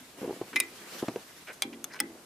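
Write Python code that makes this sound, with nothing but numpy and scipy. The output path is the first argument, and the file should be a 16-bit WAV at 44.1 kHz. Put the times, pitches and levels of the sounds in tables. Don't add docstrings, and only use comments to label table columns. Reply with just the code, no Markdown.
import sys
import numpy as np
from scipy import signal
from scipy.fft import rfft, irfft, next_fast_len
from scipy.io import wavfile
from scipy.ndimage import uniform_filter1d, map_coordinates

SR = 44100
rng = np.random.default_rng(int(sys.argv[2]) if len(sys.argv) > 2 else 0)


def to_wav(sig):
    pcm = np.clip(np.atleast_2d(sig), -1, 1) * 32767
    pcm = np.round(pcm).astype(np.int16)
    wavfile.write(sys.argv[1], SR, pcm.T)


def boost(x):
    u = np.asarray(x, float) / 20
    return 10 ** u


N = 99225


def unit(x):
    return x / np.sqrt(np.mean(x ** 2) + 1e-20)


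def along(points, hz):
    point_hz, value = np.transpose(points)
    return np.interp(np.log(hz + 1), np.log(point_hz + 1), value)


def wobble(knots_per_s):
    knots = rng.standard_normal(int(N * knots_per_s / SR) + 4)
    return map_coordinates(knots, [np.arange(N) * knots_per_s / SR])


def filtered(x, response):
    n = x.shape[-1]
    size = next_fast_len(n + 8192)
    return irfft(rfft(x, size) * response(np.fft.rfftfreq(size, 1 / SR)), size)[..., :n]


def coloured(n, spectrum):
    return unit(filtered(rng.standard_normal(n), lambda hz: boost(along(spectrum, hz))))


def add(track, start_s, sound):
    start = round(start_s * SR)
    part = track[..., start:start + sound.shape[-1]]
    part += sound[..., :part.shape[-1]]


def ring(modes, t, rise_s, scatter_db, unsteady_db):
    grip_per_s = 350
    phase_scatter_rad = 0.6
    skew_rad = 0.33
    hz, db, t60 = np.transpose(modes)[..., None]
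    chance = rng.standard_normal((3, len(modes), 1))
    knots = rng.standard_normal((2, len(modes), 200))
    shake, drift = [np.array([np.interp(t * grip_per_s, np.arange(200), row) for row in k]) for k in knots]
    level_db = db + scatter_db * chance[0] + unsteady_db * shake - 60 * t / t60
    size = boost(level_db) * (1 - np.exp(-t / rise_s))
    phase = 2 * np.pi * hz * t + phase_scatter_rad * chance[1] + 0.17 * unsteady_db * drift
    skew = skew_rad * np.sign(chance[2])
    left = (size * np.sin(phase + skew)).sum(0)
    right = (size * np.sin(phase - skew)).sum(0)
    return np.array([left, right])


# start_s, peak_db, treble_tilt_db_per_octave
DROP = [
    (.5597, -18, 1.5),
    (.5631, -14, -9),
    (.5666, -13, -11),
    (.5725, -24, -3),
]
SEAT = [
    (0.6011, -29, -4.5),
    (0.601, -15, 1),
    (.6045, -18, -2.5),
    (0.6092, -31, -4),
]
SLAP = [
    (1.6213, -18.5, 0),
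    (1.6255, -25, -9),
    (1.633, -26.5, -9),
]
TICK = [
    (1.8424, -23.5, 0),
    (1.8441, -30, 0),
    (1.8458, -32, 0),
    (1.8495, -48, 0),
]
BITE = [
    (2.0012, -27, 0.23),
    (2.002, -15.5, 0.21),
    (2.0034, -17.5, -2),
    (2.0065, -23, -1.1),
]
TOUCH = [
    (.5305, -39, -10),
    (1.4735, -37, -6),
    (1.484, -48, 2),
    (1.735, -41, -7),
    (1.9048, -50, -6),
    (1.922, -51, -2),
    (1.9373, -38, -1.5),
    (1.9445, -33, -9),
    (1.9557, -36.5, -5),
    (1.962, -44, -1),
]
# pitch_hz, level_db, t60_s
LOOSE = [(1200, -15, 0.023), (1586, -16, 0.065), (2066, 1, 0.057), (2400, 5.5, 0.065), (2800, -11, 0.023),
         (3020, -5, 0.016), (3630, 1.5, 0.016), (3860, -2.5, 0.024), (5160, -4, 0.035), (6100, -5, 0.02),
         (6900, -6, .015), (9200, -12, 0.033), (10800, -11.5, 0.053), (14000, -14, 0.023)]
SEATED = [(1070, -17, 0.024), (1987, -16.5, 0.21), (2380, -2.5, 0.061), (2458, -3.5, 0.065),
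          (3767, -9.5, 0.055), (5090, 1.5, 0.016), (6190, -10, 0.029), (7000, 0, .012), (8100, -5, .018),
          (8600, 5.5, 0.011), (9280, 0.5, 0.025), (9350, 1.5, .018), (11650, -4, 0.02),
          (13800, -3.5, 0.015)]
SLAPPED = [(790, -9, 0.1), (1313, -19, .04), (2144, -5.5, 0.037), (2340, 0.5, 0.043), (3280, 3, 0.04),
           (3485, 4, 0.035), (3980, -3, 0.028), (4780, 1.5, 0.023), (5400, -12, .03), (6270, 3.5, 0.016),
           (7540, 1.5, 0.025), (9090, 4, 0.02), (10700, -28, 0.029), (14040, -1, 0.016)]
PINCHED = [(1340, -2.5, 0.021), (3460, -5, 0.022), (5730, -10, 0.023), (6370, 7, 0.018), (7800, -4, .016),
           (9100, 5, 0.015), (9700, -11, 0.014), (10750, -3.5, 0.017), (11400, 0, .014), (12600, -4, 0.018),
           (13300, -4, 0.015), (14000, -9, .013)]
LOADED = [(837, -17.5, 0.14), (1300, -0.5, 0.012), (1590, -15, 0.015), (1987, -0.5, 0.021),
          (2460, -3.5, 0.023), (3330, -6, 0.041), (4990, -1.5, 0.014), (5230, 5, 0.02), (6450, -8, 0.012),
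          (8400, 2.5, 0.013), (8970, 7.5, 0.019), (9640, 6, 0.0076), (12300, -5, 0.016), (14600, -1, 0.012)]
SLIDING = [(1010, -0.5, 0.027), (1520, 4, 0.017), (1980, -4.5, 0.042), (2280, 0.5, 0.024),
           (2820, -15, 0.034), (4020, -3, .02), (5170, -3, 0.034), (6300, -1, .025), (9300, -1, .025)]
CRACK_DB = [-3.5, 0, -1.5, -5.5, -3, 0]
CRACK_T60_S = [0.014, 0.014, 0.05, 0.022, 0.017, 0.026]
GRIP_DB = [2, 3.5, 3, 2, 3, 3]
# pitch_hz, level_db
CRACK = [(400, 3), (1500, 3), (2500, 2.5), (10000, -3), (14500, -12), (16500, -50)]


def tilted(modes, tilt_db):
    return [(hz, db + tilt_db * max(0, np.log2(hz / 2000)), t60) for hz, db, t60 in modes]


def wrench():
    snap_db, snap_t60_s = 0, 0.005
    spread_db = -12.5
    out, t = np.zeros((2, N)), np.arange(SR // 8) / SR
    clicks = [DROP, SEAT, SLAP, TICK, BITE, TOUCH]
    holds = [LOOSE, SEATED, SLAPPED, PINCHED, LOADED, SLIDING]
    for contacts, modes, crack_db, t60, grip_db in zip(clicks, holds, CRACK_DB, CRACK_T60_S, GRIP_DB):
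        for start_s, db, tilt_db in contacts:
            centre = coloured(len(t), CRACK)
            sides = boost(spread_db) * coloured(len(t), CRACK) * [[1], [-1]]
            fall = boost(-60 * t / t60) + boost(snap_db - 60 * t / snap_t60_s)
            fall = fall * (1 - np.exp(-t / 0.00037))
            crack = boost(crack_db + tilt_db) * fall * (centre + sides)
            hit = ring(tilted(modes, tilt_db), t, 0.0001, 0.33, grip_db) + crack
            add(out, start_s, boost(db - 8.5) * hit)
    return out


# start_s, length_s, level_db, centre_hz, width_hz
SCRAPES = [
    (0.529, 0.019, -44, 1540, 2180),
    (1.47, 0.059, -45, 1880, 1650),
    (1.476, 0.051, -44, 470, 464),
    (1.527, 0.025, -55, 7000, 14000),
    (1.727, 0.024, -51, 2520, 2250),
    (1.895, 0.089, -54, 1790, 1290),
    (1.917, 0.045, -56.5, 4900, 2000),
    (1.931, 0.02, -55, 4770, 4000),
    (1.954, 0.03, -48, 1470, 2380),
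    (1.989, 0.019, -47, 2570, 2500),
]


def jaws():
    grit_per_s, grit_db = 1600, 2
    ring_db, ring_width_hz, top_hz = -4.5, 104, 15300

    def peak(f, hz, width_hz):
        return 1j * f * width_hz / (hz * hz - f * f + 1j * f * width_hz)

    def steel(f):
        return 1 + sum(boost(ring_db + db) * peak(f, hz, ring_width_hz) for hz, db, t60 in SLIDING)

    out = np.zeros((2, N))
    for start_s, length_s, db, hz, width_hz in SCRAPES:
        t = np.arange(round(length_s * SR)) / SR
        shape = (2, 4410)
        grains = boost(grit_db * rng.standard_exponential(shape)) * (rng.random(shape) < grit_per_s / SR)
        grit = unit(grains * rng.standard_normal(shape)) + 1.28 * rng.standard_normal(shape)
        grit[:, :len(t)] *= np.sin(np.pi * (t / length_s) ** 0.6) ** 0.92
        grit[:, len(t):] = 0
        mid, side = filtered(grit, lambda f: peak(f, hz, width_hz) ** 3 * steel(f) * (f < top_hz))
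        pair = mid + boost(-15.0) * side * [[1], [-1]]
        add(out, start_s, boost(db) * pair / mid[:len(t)].std())
    return out


# start_s, level_db
PUSHES = [
    (0.348, -45.5),
    (0.531, -38.5),
    (0.601, -42.5),
    (1.638, -36),
    (1.72, -41.5),
    (1.848, -60),
    (2.002, -35),
    (2.101, -45),
]
# pitch_hz, level_db, t60_s
PANEL = [(232.9, -4, 0.32), (276.6, -2.5, 0.36), (323, -3.5, 0.41), (344.1, -6, 0.45), (400, -7.5, 0.3),
         (508, -12.5, 0.23)]


def panel():
    out, t = np.zeros(N), np.arange(SR // 2) / SR
    for start_s, db in PUSHES:
        hum = ring(PANEL, t, rise_s=0.0079, scatter_db=1, unsteady_db=1.5).mean(0)
        add(out, start_s, boost(db) * hum)
    return out * boost(1.5 * wobble(30))


# start_s, peak_db, pitch_hz, t60_s
KNOCKS = [(0.216, -32, 250, 0.012), (.23, -27.5, 336, 0.0095), (0.2445, -30.5, 458, 0.072),
          (0.2503, -37, 400, 0.014), (0.26, -34, 327, 0.02), (0.2762, -25.5, 345, 0.023),
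          (0.2842, -34, 350, 0.029), (0.2942, -24, 380, 0.016), (0.3077, -24.5, 390, 0.029),
          (0.328, -31, 400, 0.007), (0.4138, -19.5, 346, 0.016), (1.027, -19.5, 317, 0.012),
          (1.0355, -24, 372, 0.0081), (1.0823, -25, 337, 0.015), (1.0833, -18, 294, 0.019),
          (1.092, -30.5, 265, 0.047), (1.118, -39.5, 347, 0.016), (1.1594, -23, 432, 0.025),
          (1.168, -35.5, 480, 0.025), (0.363, -39, 505, 0.015), (.005, -51.5, 256, 0.18),
          (0.2249, -39.5, 195, 0.035), (.336, -36, 328, .02)]
# pitch_hz, level_db
MOUNT = [(40, -25), (120, -5), (300, 0), (900, -5), (1400, -20), (3000, -45), (9000, -120)]
# start_s, level_db
EDGES = [
    (0.2231, -49),
    (.2445, -44),
    (0.276, -50),
    (.2942, -55),
    (0.3068, -48),
    (0.4141, -44),
    (1.024, -40.5),
    (1.0819, -37),
    (1.084, -31),
    (1.159, -38),
]
# pitch_hz, level_db
EDGE = [(90, -40), (300, -8), (900, 4.5), (2800, -2), (7000, -14.5), (16000, -70)]


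def mount():
    rise_cycles, overtone, overtone_db = 0.34, 2.11, -17.5
    rumble_db, rumble_t60_s = -15, 0.1
    out, t = np.zeros(N), np.arange(SR // 5) / SR
    for start_s, db, hz, t60 in KNOCKS:
        swing = -np.sin(2 * np.pi * hz * t) + boost(overtone_db) * np.sin(2 * np.pi * overtone * hz * t)
        shape = (1 - np.exp(-t * hz / rise_cycles)) ** 2 * boost(-60 * t / t60)
        rumble = boost(rumble_db - 60 * t / rumble_t60_s) * coloured(len(t), MOUNT)
        rumble = rumble * (1 - np.exp(-t / 0.00061))
        add(out, start_s, boost(db) * (swing * shape / shape.max() + rumble))
    for start_s, db in EDGES:
        add(out, start_s, boost(db - 60 * t / 0.024) * coloured(len(t), EDGE))
    return out


# pitch_hz, likeness_0_to_1
ALIKE = [(30, 0.34), (90, 0.98), (400, 0.98), (900, 0.53), (2500, 0.31), (15000, 0)]


def rush(spectrum, patchy_db):
    noise = signal.stft(rng.standard_normal((2, N)), nperseg=512)[2]
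    field = uniform_filter1d(rng.standard_normal(noise.shape[1:]), 6, 0)
    field = uniform_filter1d(field, 8, 1)
    pair = signal.istft(noise * boost(patchy_db * unit(field)), nperseg=512)[1][:, :N]

    def mid_side(hz):
        turn = np.arccos(np.clip(along(ALIKE, hz), -1, 1)) / 2
        return boost(along(spectrum, hz)) * [np.cos(turn), np.sin(turn)]

    mid, side = filtered(pair, mid_side)
    return unit(np.array([mid + side, mid - side]))


# time_s, rustle_db, rub_db
SLEEVE = [(0, -54.5, -66), (.16, -60.5, -63), (0.177, -49, -48), (.25, -49.5, -41.5), (.28, -54, -56),
          (.7, -52, -58), (0.82, -50, -56), (.96, -43.5, -49.5), (1.04, -49, -55), (1.15, -52.5, -51.5),
          (1.45, -55, -79), (1.56, -60, -63.5), (1.85, -99, -54.5), (2.25, -92, -56.5)]
# pitch_hz, level_db_per_hz
CLOTH = [(300, -40), (800, -6), (1700, 0.5), (3500, -4.5), (11000, -9.5), (14500, -11.5), (15900, -120)]
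# pitch_hz, level_db_per_hz
RUB = [(60, -28), (200, -2.5), (400, -1), (900, -8.5), (2500, -30), (9000, -120)]


def sleeves():
    time_s, *levels = np.transpose(SLEEVE)
    t = np.arange(N) / SR
    rustle_db, rub_db = [np.interp(t, time_s, db) + 1.56 * wobble(40.0) for db in levels]
    return boost(rustle_db) * rush(CLOTH, patchy_db=2.0) + boost(rub_db) * rush(RUB, patchy_db=1)


# pitch_hz, t60_s
YARD = [(300, 0.2), (2500, 0.28), (10000, 0.035)]


def yard(x):
    dull_hz = 2200
    hz, t, noise = signal.stft(rng.standard_normal((2, SR // 3)), SR, nperseg=256)
    hz = hz[:, None]
    fading = noise * boost(-60 * t / along(YARD, hz)) / (1 + (hz / dull_hz) ** 2)
    tail = signal.istft(fading, SR, nperseg=256)[1]
    delayed = np.pad(x, (200, 0))[None]
    return signal.fftconvolve(delayed, tail / np.linalg.norm(tail[0]), axes=1)[:, :N]


# pitch_hz, level_db_per_hz
AIR = [(20, 1), (100, -2), (300, 2), (500, -2), (1880, -7), (10400, -11.5), (14200, -15.5), (15000, -48),
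       (15500, -120)]


def air():
    return boost(-54.5 + 0.39 * wobble(3.6)) * rush(AIR, patchy_db=0.5)


# pitch_hz, left_over_right_db
LEAN = [(1200, 0), (2400, -1.5), (4400, 2.5), (8000, 1), (15000, 2.5)]


def scene():
    steel_low_hz = 500

    def place(hz):
        balance = boost(along(LEAN, hz) * np.array([[0.5], [-0.5]]))
        return balance * (1j * hz / (steel_low_hz + 1j * hz)) ** 2

    steel = filtered(wrench() + jaws(), place)
    tail = boost(-18) * yard(steel.mean(0))
    return steel + tail + panel() + mount() + sleeves() + air()


def band_limit(x):
    return signal.sosfilt(signal.butter(12, 16650, fs=SR, output="sos"), x)


def record(dry):
    low_cut_hz, top_hz = 55, 16500
    mix = filtered(dry, lambda hz: (1j * hz / (low_cut_hz + 1j * hz)) ** 2 * (hz < top_hz))
    return band_limit(mix)


dry = scene()
out = record(dry)
to_wav(out)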